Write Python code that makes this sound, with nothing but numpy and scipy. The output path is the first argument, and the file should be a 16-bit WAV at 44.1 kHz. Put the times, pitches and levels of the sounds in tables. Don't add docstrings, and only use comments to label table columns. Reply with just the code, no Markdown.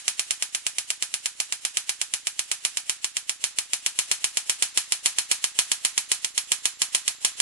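import sys
import numpy as np
from scipy import signal
from scipy.fft import rfft, irfft, next_fast_len
from scipy.io import wavfile
from scipy.ndimage import uniform_filter1d

SR = 44100
rng = np.random.default_rng(int(sys.argv[2]) if len(sys.argv) > 2 else 0)


def voltage_ratio(level):
    return 10 ** (np.asarray(level, float) / 20)


def dump_mix(stems):
    frames = np.atleast_2d(stems).T
    limited = np.clip(frames, -1, 1)
    pcm = np.round(limited * 32767).astype(np.int16)
    wavfile.write(sys.argv[1], SR, pcm)


N = 326781

# (frequency [Hz], density [dB per Hz])
HISS_COLOUR = [(30, -4), (200, -7), (1000, -4), (3000, 0), (11500, -10)]
# (time [s], level [dB], pitch at full charge [Hz])
INVERTER_WHINE = [(0, -59, 7160), (2.5, -60, 7240), (5, -58, 7300), (7.41, -53, 7350)]
# (frequency [Hz], t60 [s])
ROOM_DECAY = [(500, 0.36), (1500, 0.51), (4000, 0.52), (8000, 0.28), (11500, 0.22)]
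# (frequency [Hz], correlation [0..1])
PORT_LIKENESS = [(300, 0.66), (1200, 0.96), (2000, 0.51), (4000, 0.071), (11500, 0.024)]
# (frequency [Hz], density [dB per Hz])
REFLECTION_COLOUR = [(180, -27), (300, -27), (534, -36), (661, -20), (1230, -10.5), (1480, -8.5),
                     (2480, -7.5), (3560, -5), (4280, -5.5), (4980, -5.5), (7000, -1.5), (10500, -4.5),
                     (11300, -8), (14700, -27), (22000, -120)]
# (frequency [Hz], width [Hz], level [dB])
BODY_RESONANCES = [(502, 22, 2), (640, 87, 7), (852, 54, 6), (974, 78, 0), (1448, 115, -10.5),
                   (1653, 31, 3), (2504, 170, 6.5), (6110, 230, 3), (3026, 176, 5), (4270, 184, 7.5),
                   (5343, 136, 6.5), (7204, 92, 6), (9540, 240, 6.5), (10400, 220, 7.5)]
# (start [ms], left level [dB], right level [dB], t60 [s])
REFLECTION_SWARMS = [
    (.6, -13, -15, 0.018),
    (2.202, -35, -10, 0.0054),
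    (6.7, -16, -19, 0.0065),
    (7.5, -27, -27, 0.14),
]
# (delay [ms], left gain [ratio], right gain [ratio])
SHOCK_PATHS = [
    (0, -.85, 1),
    (.115, -.4, 0),
    (.2, 0, -.75),
    (.235, -.8, 0),
    (.37, -.6, .6),
    (.55, .2, -.2),
]
# (frequency [Hz], left level [dB], right level [dB])
SHOCK_SPECTRUM = [(300, -30, -25), (1290, -24, -20), (2340, -9, -1.5), (3010, -6, -1), (4550, -3, -1),
                  (7300, 0, 0), (10200, -5, -7), (12400, -12, -11.5)]
# (time [s], strength [dB])
EARLY_SPARKS = [(0.08, 0.5), (0.1944, -1.0), (0.3079, -1), (0.4242, -1.9), (0.5486, -2.5), (0.6661, -1.8),
                (0.7841, -2), (0.9035, -2.5), (1.0244, -1.6), (1.14, -2.5), (1.2582, -2.5), (1.4014, -1.1),
                (1.5239, -3), (1.6507, -1.6), (1.7709, -0.9), (1.8936, -1.3), (2.0145, -2.5),
                (2.1376, -1.4), (2.2703, -2.5), (2.3929, -2), (2.5152, -1.0), (2.65, 0.2), (2.7716, -2.5),
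                (2.8957, -0.5), (3.0444, -2.5), (3.1684, -3.5), (3.2945, -2.5), (3.44, 0.3), (3.5861, -0.7),
                (3.7334, -0.5)]
# (time [s], strength [dB])
STRONGER_SPARKS = [(3.8629, -0.5), (3.9891, 1.9), (4.1143, 1.8), (4.2427, 0.9), (4.3713, 0.0),
                   (4.4963, 1.6), (4.6241, 2.5), (4.7744, 3), (4.922, 1.1), (5.0589, 3.5), (5.1852, 1.5),
                   (5.3141, 3), (5.4413, 0.7), (5.5893, 4), (5.7167, 1.1), (5.8497, 2), (5.9779, 1),
                   (6.1166, 2), (6.2459, -2.5), (6.3778, 0.3), (6.5187, 1.5), (6.6553, 1), (6.818, 1.5),
                   (6.9483, 2), (7.0793, 0), (7.2481, 3), (7.4013, 1.5)]
# (time [s], left-right balance [dB])
HAND_DRIFT = [(0, -0.9), (3.5, -1), (3.8, 1.3), (5.6, 0.2), (5.8, -1), (6.5, -1.8), (7.41, -0.5)]
# (time [s], level [dB])
CLICK_SIZE = [(0, -41.5), (2, -43.5), (4, -42.5), (7.41, -39)]

CRACK_GROWS, ROOM_GROWS, THUMP_GROWS = 0.94, 1.21, 1.56
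THUMP_DB = -0.5
CLOCK_S, CLOCK_START_S = .018757, .00344
STEP_S = .036
SETTLE_S, LOUD_SETTLE_S = .0580, .0638
LOUD_DB = .9
FRAME_S = 1024 / 32000


def unit(x):
    return x / np.sqrt(np.mean(x ** 2) + 1e-20)


def along(points, hz):
    f, v = np.transpose(points)
    return np.interp(np.log(hz + 1), np.log(f + 1), v)


def filtered(x, response):
    m = next_fast_len(x.shape[-1] + 4096)
    spectrum = rfft(x, m) * response(np.fft.rfftfreq(m, 1 / SR))
    return irfft(spectrum, m)[..., :x.shape[-1]]


def add(track, s, sound):
    at = round(s * SR)
    start = max(at, 0)
    part = sound[:, max(-at, 0):][:, :N - start]
    track[:, start:start + part.shape[1]] += part


def spark_rows():
    return [(-.048, 0)] + list(EARLY_SPARKS) + list(STRONGER_SPARKS)


def hiss():
    noise = rng.standard_normal((2, N))
    return voltage_ratio(-62) * unit(filtered(noise, lambda hz: voltage_ratio(along(HISS_COLOUR, hz))))


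def inverter():
    t = np.arange(N) / SR
    s, level_db, full_hz = np.transpose(INVERTER_WHINE)
    fired = np.array([row[0] for row in spark_rows()])
    since = t - fired[np.searchsorted(fired, t) - 1]
    hz = np.interp(t, s, full_hz) - 480 * np.exp(-since / 0.052)
    phase = 2 * np.pi * np.cumsum(hz) / SR
    tone = np.sqrt(2) * np.sin(phase + np.array([[0], [1]]))
    return voltage_ratio(np.interp(t, s, level_db) + np.array([[-3], [0]])) * tone


def colour(hz, share):
    body_db = sum(db * np.exp(-((hz - mid_hz) / width) ** 2) for mid_hz, width, db in BODY_RESONANCES)
    return voltage_ratio(along(REFLECTION_COLOUR, hz) + share * body_db)


def paths(count, length, fresh, turns):
    angle = turns * np.linspace(-1, 1, count)[:, None, None]
    a, b = rng.standard_normal((2, 2, length))
    new = rng.standard_normal((count, 2, length))
    drifting = np.cos(angle) * a + np.sin(angle) * b
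    noise = np.sqrt(1 - fresh) * drifting + np.sqrt(fresh) * new
    turn = lambda hz: np.arccos(np.clip(along(PORT_LIKENESS, hz), -1, 1)) / 2
    pair = filtered(noise, lambda hz: np.array([np.cos(turn(hz)), np.sin(turn(hz))]))
    common, different = pair[:, 0], pair[:, 1]
    return np.stack([common + different, common - different], axis=1)


def evened(x, width_hz):
    z = rfft(x)
    bins = round(width_hz * x.shape[-1] / SR)
    power = uniform_filter1d(np.mean(np.abs(z) ** 2, axis=0), size=bins, axis=-1)
    return irfft(z * np.sqrt(power.mean(axis=-1, keepdims=True) / power), x.shape[-1])


def room_tails(count, length, t):
    noise = paths(count, length=length, fresh=0.29, turns=0.94)
    hz, frames, z = signal.stft(noise, SR, nperseg=256)
    decay = voltage_ratio(-60 * frames / along(ROOM_DECAY, hz)[:, None])
    tails = signal.istft(z * decay, SR, nperseg=256)[1][..., :length]
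    build_up = np.clip(t / 0.0057, 0, 1)
    return evened(tails * voltage_ratio(np.array([[-30], [-28]])) * build_up, width_hz=80)


def close_reflections(count, length, t):
    fade = lambda ms, t60: (t > ms / 1000) * voltage_ratio(-60 * np.clip(t - ms / 1000, 0, 1) / t60)
    swarm = [voltage_ratio(np.array([[l], [r]])) * fade(ms, t60) for ms, l, r, t60 in REFLECTION_SWARMS]
    noise = paths(count, length=length, fresh=.12, turns=.5)
    early = evened(noise * (swarm[0] + swarm[1]), width_hz=500)
    late = evened(noise * (swarm[2] + swarm[3]), width_hz=250)
    return early, late


def thump(t):
    bump = lambda ms, width_ms: np.exp(-((1000 * t - ms) / width_ms) ** 2)
    left = -bump(0, .25) + .6 * bump(.85, .42)
    right = bump(.03, .22) - .6 * bump(.8, .36)
    swing = np.array([voltage_ratio(-22) * left, voltage_ratio(-23.5) * right])
    return filtered(swing, lambda hz: 1j * hz / (150 + 1j * hz))


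def shock(t):
    f, left, right = np.transpose(SHOCK_SPECTRUM)
    level_db = lambda hz: np.array([along(np.transpose([f, db]), hz) for db in (left, right)])
    jump = lambda hz: voltage_ratio(level_db(hz)) * np.exp([[.5j], [-.5j]])
    delayed = lambda hz, ms: np.exp(-2j * np.pi * hz * ms / 1000)
    arrivals = lambda hz: sum(np.outer([l, r], delayed(hz, ms)) for ms, l, r in SHOCK_PATHS)
    impulse = (t == 0) * np.ones((2, 1))
    wave = filtered(impulse, lambda hz: jump(hz) * arrivals(hz))
    peak = np.abs(wave).max(axis=1, keepdims=True)
    return voltage_ratio(np.array([[-4.7], [.6]])) * wave / peak


def sparks():
    fired, strength_db = np.transpose(spark_rows())
    count, lead, length = len(fired), 204, 12000
    t = (np.arange(length) - lead) / SR
    first, second = close_reflections(count, length, t)
    tails = room_tails(count, length, t)
    direct, low = shock(t), thump(t)
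    ceiling = np.roll(direct, round(.0066 * SR), axis=1)
    ceiling = ceiling * voltage_ratio(np.array([[-6], [-9.5]])) * [[1], [-1]]
    kick = voltage_ratio(0.9 * rng.standard_normal(count))
    pans_db = np.interp(fired, *np.transpose(HAND_DRIFT))
    shocks, echoes, room = np.zeros((3, 2, N))
    for i, (s, db) in enumerate(zip(fired, strength_db)):
        crack_db, room_db = CRACK_GROWS * db, ROOM_GROWS * db
        early = voltage_ratio(crack_db) * first[i]
        late = voltage_ratio(room_db) * second[i]
        side = voltage_ratio(np.array([[.5], [-.5]]) * pans_db[i])
        start = s - 200 / SR
        add(echoes, start, side * (early + late))
        add(room, start, side * voltage_ratio(room_db) * tails[i])
        crack = kick[i] * voltage_ratio(0.63 * crack_db) * direct
        push = voltage_ratio(THUMP_DB + THUMP_GROWS * db) * low
        add(shocks, start, crack + voltage_ratio(room_db) * ceiling + push)
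    echoes = filtered(echoes, lambda hz: colour(hz, share=1))
    room = filtered(room, lambda hz: colour(hz, share=0.073))
    return shocks + voltage_ratio(5.5) * (echoes + room)


def scene():
    return hiss() + inverter() + sparks()


def gain_steps():
    tick = lambda s: CLOCK_START_S + CLOCK_S * np.ceil((s - CLOCK_START_S) / CLOCK_S)
    rows = spark_rows()
    ends = [row[0] for row in rows[1:]] + [N / SR]
    steps = np.zeros(N)
    for (s, db), until in zip(rows, ends):
        down = np.append(s + .0098, tick(s + SETTLE_S) - np.array([.0460, .0370]))
        settle = LOUD_SETTLE_S if db > LOUD_DB else SETTLE_S
        up = np.arange(tick(s + settle), until, STEP_S)
        for times, sign in ((down, 1), (up, -1)):
            inside = times[(times >= 0) & (times < N / SR)]
            steps[np.round(inside * SR).astype(int)] = sign
    s, size_db = np.transpose(CLICK_SIZE)
    steps = steps * voltage_ratio(np.interp(np.arange(N) / SR, s, size_db))
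    t = np.arange(200) / SR
    click = np.exp(-(t / .0007) ** 1.5)
    return np.outer([-.5, 1], np.convolve(steps, click)[:N])


def smear(x, noise_db, start_s):
    hop = round(FRAME_S * SR)
    shift = hop - round(start_s * SR)
    shape = dict(window="cosine", nperseg=2 * hop, noverlap=hop)
    z = signal.stft(np.pad(x, ((0, 0), (shift, 0))), **shape)[2]
    band = np.abs(uniform_filter1d(np.abs(z) ** 2, size=10, axis=1)) ** .5
    hz = np.fft.rfftfreq(2 * hop, 1 / SR)[:, None]
    band = band * hz / (hz + 450)
    error = band * np.exp(2j * np.pi * rng.random(z.shape))
    return x + voltage_ratio(noise_db) * signal.istft(error, **shape)[1][:, shift:shift + N]


def band_limit(x):
    return signal.sosfilt(signal.butter(12, 12520, fs=SR, output="sos"), x)


def record(dry):
    x = smear(dry + gain_steps(), noise_db=-10.5, start_s=.003)
    skirt = lambda hz: voltage_ratio(-13 - (hz - 11500) / 60)
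    x = filtered(x, lambda hz: np.where(hz < 11520, 1, skirt(hz)))
    x = np.clip(x, -1, 1)
    return band_limit(x)


dry = scene()
out = record(dry)
dump_mix(out)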